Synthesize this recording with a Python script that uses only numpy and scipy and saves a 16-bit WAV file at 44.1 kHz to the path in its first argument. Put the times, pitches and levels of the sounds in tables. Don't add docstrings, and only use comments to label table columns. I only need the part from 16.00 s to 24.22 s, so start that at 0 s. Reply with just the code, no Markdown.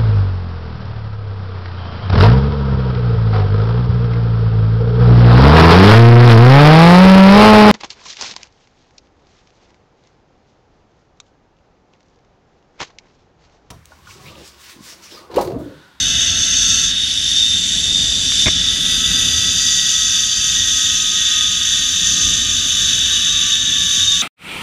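import sys
import numpy as np
from scipy import signal
from scipy.fft import rfft, irfft, next_fast_len
from scipy.io import wavfile
from scipy.ndimage import uniform_filter1d, minimum_filter1d

SR = 44100
rng = np.random.default_rng(int(sys.argv[2]) if len(sys.argv) > 2 else 0)


def waveform_to_disk(signal):
    frames = np.transpose(np.atleast_2d(signal))
    scaled = np.clip(frames, -1, 1) * 32767
    samples = np.round(scaled).astype(np.int16)
    wavfile.write(sys.argv[1], SR, samples)


N = 362502
TIME = np.arange(N) / SR
SIZE = next_fast_len(N + 8192, real=True)
FREQ = np.arange(SIZE // 2 + 1) * SR / SIZE


def undb(db):
    return 10 ** (np.asarray(db) / 20)


def unit(x):
    return x / np.sqrt(np.mean(x ** 2) + 1e-18)


def curves(table):
    s, *columns = np.transpose(table)
    return [np.interp(TIME, s, column) for column in columns]


def swells(table):
    total = 0
    for s, half, *rises in table:
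        bell = np.exp(-((TIME - s) / half) ** 2)
        total = total + np.outer(rises, bell)
    return total


def walk(rate):
    k = max(int(SR / rate), 1)
    steps = np.repeat(rng.standard_normal(N // k + 1), k)
    smooth = uniform_filter1d(uniform_filter1d(steps, k), k)
    return unit(smooth[:N])


def shape(x, gain):
    cepstrum = irfft(np.log(gain + 1e-6), SIZE)
    cepstrum[1:SIZE // 2] *= 2
    cepstrum[SIZE // 2 + 1:] = 0
    response = np.exp(rfft(cepstrum))
    return irfft(rfft(x, SIZE) * response, SIZE)[:N]


def colour(points):
    hz, db = np.transpose(points)
    curve_db = np.interp(np.log(FREQ + 1), np.log(hz), db)
    return undb(curve_db) / (1 + (FREQ / hz[-1]) ** 4)


def resonances(modes):
    power = 0
    for hz, width, db in modes:
        power = power + (undb(db) / (1 + (2 * (FREQ - hz) / width) ** 2)) ** 2
    return np.sqrt(power)


def band_rms(x, lo_hz, hi_hz):
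    band = signal.butter(4, [lo_hz, hi_hz], "band", fs=SR, output="sos")
    return np.std(signal.sosfilt(band, x))


# [t/s, f/Hz at which the sheaves cross the cable strands]
STRAND_RATE = [(0.0, 667), (1.3, 671.7), (2.4, 656.8), (3.4, 646), (4.1, 636.0), (5.2, 627.3), (6.4, 609),
               (7.3, 589), (8.22, 574.2)]


def strand_rate(wobble=0.0017):
    return curves(STRAND_RATE)[0] * (1 + wobble * walk(12))


def contact(strand_phase, grit_db, flutter_db, flutter_rate, strand_db):
    load_db = grit_db * walk(900) + flutter_db * walk(flutter_rate)
    load_db = load_db + strand_db * np.sin(strand_phase)
    return unit(rng.standard_normal(N) * undb(load_db))


# [t/s, side: 0 sideways, 1 twisted away, 2 ahead]
TWIST = [(0, 0), (.84, 0), (1.0, 1), (2.45, 1), (3.05, 2), (8.22, 2)]


def ring(drive, modes, lo_hz, hi_hz):
    side, = curves(TWIST)
    out = 0
    for index in range(3):
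        heard = shape(drive, resonances(modes[:, [0, 1, 2 + index]]))
        share = np.maximum(1 - abs(side - index), 0)
        out = out + share * heard / band_rms(heard, lo_hz, hi_hz)
    return out


# [f/Hz, width/Hz, level/dB sideways, level/dB twisted away, level/dB ahead]
TROLLEY = [(1258, 206, -31, -38, -27.5), (1547, 184, -18, -23, -17.5), (1700, 240, -17.5, -20.5, -19),
           (1893, 81, -16.5, -17, -16), (2520, 1000, -24.5, -22, -23.5), (2679, 196, -13, -36.5, -12.5),
           (3010, 260, -8.5, -8, -8), (3160, 72, -26, -6.5, -7.5), (3473, 142, 0.5, 0.5, 1.5),
           (3665, 232, -3.5, 1, 0), (4380, 38, 0.5, -5, -42), (4680, 650, -10, -10.5, -13),
           (5280, 260, -11, -8, -12.5), (5630, 330, -4, -3, -10), (6062, 340, -3, -10, -4.5),
           (6302, 454, 2, -4.5, -4), (6940, 66, -21, -8, -4), (7017, 164, -16, -32, -8),
           (7414, 760, -12.5, -13, -17), (8560, 1040, -26, -31, -23), (9580, 1400, -32, -26.5, -26.5),
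           (10390, 480, -23.5, -26, -19.5), (12100, 1600, -48, -52, -33), (12820, 2400, -33, -36.5, -28)]
# [t/s at the peak, half length/s, ring level change/dB, tone level change/dB]
SURGES = [(.22, 0.12, 2.5, 1), (.75, 0.29, 0, 3), (1.45, 0.22, -0.5, 11.5), (1.97, .09, -1, 12.5),
          (2.39, 0.085, 2, 9.5), (2.9, 0.49, 1.5, 3), (5.35, 0.19, 1.5, 8.5), (7.25, .45, 2, 6),
          (8.05, .2, 0.5, 6)]
# [t/s, hiss level/dB, sizzle level/dB]
HISS = [(0.0, -18.5, -37), (0.36, -18.5, -41), (0.71, -15, -37), (0.89, -18.5, -40), (0.94, -27, -41),
        (1.26, -23, -38.5), (2.06, -21.5, -38.5), (2.2, -22.5, -37.5), (2.4, -19, -35.5), (2.58, -23, -42),
        (2.81, -22.5, -34.5), (3.75, -17.5, -36.5), (4.62, -18.5, -38), (4.69, -17.5, -36),
        (5.26, -20, -39.5), (6.02, -20, -37.5), (6.07, -16, -36), (6.43, -19.5, -39.5), (6.82, -20, -37.5),
        (7.67, -21, -40.5), (7.9, -20, -37), (8.22, -19, -39)]
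RING_DB = -19
JOSTLE_DB, JOSTLE_RATE = .5, 16


def rolling(strand_phase, top_hz=13300):
    hiss_db, sizzle_db = curves(HISS)
    ring_db = RING_DB + swells(SURGES)[0]
    modes = np.array(TROLLEY, float)
    low, high = modes[:, 0] < 4100, modes[:, 0] > 8500
    sheave_drive = contact(strand_phase / 4, grit_db=-0.44, flutter_db=0.5, flutter_rate=70, strand_db=-1.0)
    cable_drive = contact(strand_phase, grit_db=0.7, flutter_db=0.38, flutter_rate=120, strand_db=-2.1)
    fine_drive = contact(strand_phase, grit_db=1.06, flutter_db=0.6, flutter_rate=100, strand_db=-1.5)
    fine_drive = shape(fine_drive, 1 / (1 + (FREQ / top_hz) ** 10))
    sheaves = ring(sheave_drive, modes[low], 2500, 4100)
    hiss = ring(cable_drive, modes[~low & ~high], 5200, 8000)
    sizzle = ring(fine_drive, modes[high], 8500, 14500)
    jostle = undb(JOSTLE_DB * walk(JOSTLE_RATE))
    return jostle * (sheaves * undb(ring_db) + hiss * undb(hiss_db) + sizzle * undb(sizzle_db))


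def tone(hz, db, waver_db, blur, waver_rate=40, blur_rate=70):
    phase = 2 * np.pi * np.cumsum(hz) / SR
    level = np.sqrt(2) * undb(db + waver_db * walk(waver_rate))
    return level * np.sin(phase + blur * walk(blur_rate))


def singing(hz, db, coupling=0.73):
    steel = resonances(np.array(TROLLEY, float)[:, [0, 1, 4]])
    swell_db = coupling * 20 * np.log10(np.interp(hz, FREQ, steel))
    return tone(hz, db + swell_db, waver_db=3.0, blur=0.47)


# [level/dB sideways, level/dB twisted away, level/dB ahead]
HUM = [(-59, -66.5, -64.5), (-44.5, -58, -44), (-48.5, -50, -39)]
# [t/s at the peak, half length/s, level change/dB of harmonic 1, of harmonic 2, of harmonic 3]
HUM_SWELLS = [(.1, 0.34, 11, 1.5, 6), (1.848, 0.35, 15.5, -3, 2), (2.65, 0.25, 7, 8, 3),
              (5.65, 0.37, -3, 0.5, -3), (6.6, 0.14, 2, -2, -11), (6.99, 0.064, 0, -14, -4)]


def hum(strand_hz, front_hz, fade_db=1.66, fade_rate=6):
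    side, = curves(TWIST)
    out = singing(4 * strand_hz, db=-32) + singing(5 * strand_hz, db=-31)
    for k, (sides, swell_db) in enumerate(zip(HUM, swells(HUM_SWELLS))):
        sheave_hz = strand_hz if k % 2 else front_hz
        db = np.interp(side, np.arange(len(sides)), sides) + swell_db + fade_db * walk(fade_rate)
        out = out + tone((k + 1) * sheave_hz, db, waver_db=2.5, blur=0.44)
    return out


# [t/s at the peak, half length/s, level change/dB]
SQUEALS = [(2.15, 0.31, 7), (3.1, 0.55, 9.5), (3.8, 0.47, 10), (4.35, .14, 9.5), (4.75, .12, -2),
           (5.7, 0.3, 4)]
FIRST_RATIO, SECOND_RATIO = 7.37, 5.55
FIRST_DB, FIRST_FADE_DB_PER_S = -36.5, .5
NEAR_DB, FAR_DB = -25.5, -30
SECOND_DB, UPPER_DB, UPPER_RISE_DB_PER_S = -31.5, -30, .5
LOCK_HZ, LOCK_WIDTH_HZ = 3610, 250


def whistles(strand_hz, front_hz, wobble=.0035, second_wobble=.003):
    first_hz = FIRST_RATIO * front_hz * (1 + wobble * walk(14))
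    second_hz = SECOND_RATIO * strand_hz * (1 + second_wobble * walk(10))
    first_db = FIRST_DB - FIRST_FADE_DB_PER_S * TIME + swells(SQUEALS)[0]
    out = tone(first_hz, first_db, waver_db=2.0, blur=0.97)
    surge_db = swells(SURGES)[1]
    partials = [(first_hz - strand_hz, NEAR_DB),
                (first_hz - 2 * strand_hz, FAR_DB),
                (second_hz, SECOND_DB),
                (second_hz + strand_hz, UPPER_DB + UPPER_RISE_DB_PER_S * TIME)]
    for hz, db in partials:
        locked = np.exp(-((hz - LOCK_HZ) / LOCK_WIDTH_HZ) ** 4)
        out = out + singing(hz, db + locked * surge_db)
    return out


# [f/Hz, relative level/dB]
BUFFET = [(20, -15), (33, -12), (52, 0), (70, -4), (90, -1), (115, -7.5), (148, -11.5), (179, -2.5),
          (212, -12.5), (255, -6.5), (320, -19), (450, -24.5), (900, -52)]
# [f/Hz, relative level/dB]
RUSH = [(150, -17), (330, 0), (450, 0), (550, -4.5), (650, -0.5), (780, -6.5), (950, -10.5), (1300, 0.5),
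        (2500, -47)]
# [t/s at the peak, half length/s, level rise/dB]
GUSTS = [(.25, 1, 7.5), (2.1, 0.57, 7), (3.15, 0.61, 10.5), (4.65, 0.61, 4), (6.25, 0.31, 6),
         (6.85, 0.51, 5.5), (7.9, 0.65, 4)]
BUFFET_DB, RUSH_DB, RUSH_GROWTH = -39, -54, 0.99


def wind(eddy_db=1.0, eddy_rate=14):
    gust_db = swells(GUSTS)[0] + eddy_db * walk(eddy_rate)
    buffet = unit(shape(rng.standard_normal(N), colour(BUFFET)))
    rush = unit(shape(rng.standard_normal(N), colour(RUSH)))
    return buffet * undb(BUFFET_DB + gust_db) + rush * undb(RUSH_DB + RUSH_GROWTH * gust_db)


# [t/s, depth 0-1]
SHADOW = [(1.4, 0), (1.65, 0.83), (2.25, .85), (2.5, 0.05), (2.8, 0.2), (3.05, 0.33), (3.35, 0.08)]


def shadowed(x, notch_hz=5290, notch_width_hz=480, lift_hz=7500, lift_width_hz=700, lift=0.74):
    depth, = curves(SHADOW)
    cancelled = signal.lfilter(*signal.iirpeak(notch_hz, notch_hz / notch_width_hz, fs=SR), x)
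    raised = signal.lfilter(*signal.iirpeak(lift_hz, lift_hz / lift_width_hz, fs=SR), x)
    return x + depth * (lift * raised - cancelled)


# [t/s, time scale/s, thud level/dB, scrape level/dB]
KNOCKS = [(2.319, 0.0017, -60, -25), (2.458, 0.0062, -24, -23), (2.466, 0.0065, -11.5, -19),
          (2.479, 0.0058, -16, -17)]
# [f/Hz, width/Hz, relative level/dB]
HOUSING = [(80, 43, 11), (220, 300, 2), (480, 120, -5), (644, 130, 0), (1150, 550, -6), (1590, 620, -1),
           (2190, 580, 4.5)]


def strap(thud_lift_db=1, scrape_lift_db=3.0):
    push, rub = np.zeros(N), np.zeros(N)
    for s, length, thud_db, scrape_db in KNOCKS:
        age = np.maximum(TIME - s, 0) / length
        touch = 2 * np.sqrt(age) * np.exp(-age ** 2)
        push += undb(thud_db + thud_lift_db) * touch
        rub += undb(scrape_db + scrape_lift_db) * touch
    thud = shape(push * rng.standard_normal(N), unit(resonances(HOUSING[:4])))
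    scrape = shape(rub * rng.standard_normal(N), unit(resonances(HOUSING[4:])))
    return thud + scrape


FRONT_LEAD, FRONT_SETTLE_S = .026, .45


def scene():
    strand_hz = strand_rate()
    front_hz = strand_hz * (1 + FRONT_LEAD * np.exp(-TIME / FRONT_SETTLE_S))
    strand_phase = 2 * np.pi * np.cumsum(strand_hz) / SR
    trolley = shadowed(rolling(strand_phase))
    trolley = trolley + hum(strand_hz, front_hz) + whistles(strand_hz, front_hz)
    return (trolley + wind() + strap())[None]


def record(dry, ceiling=.85, ease=221, top_hz=15100):
    needed = ceiling / np.maximum(abs(dry), ceiling)
    gain = uniform_filter1d(minimum_filter1d(needed, size=ease), size=ease)
    top_cut = signal.ellip(12, .1, 100, top_hz, fs=SR, output="sos")
    return signal.sosfilt(top_cut, dry * gain)


dry = scene()
out = record(dry)
waveform_to_disk(out)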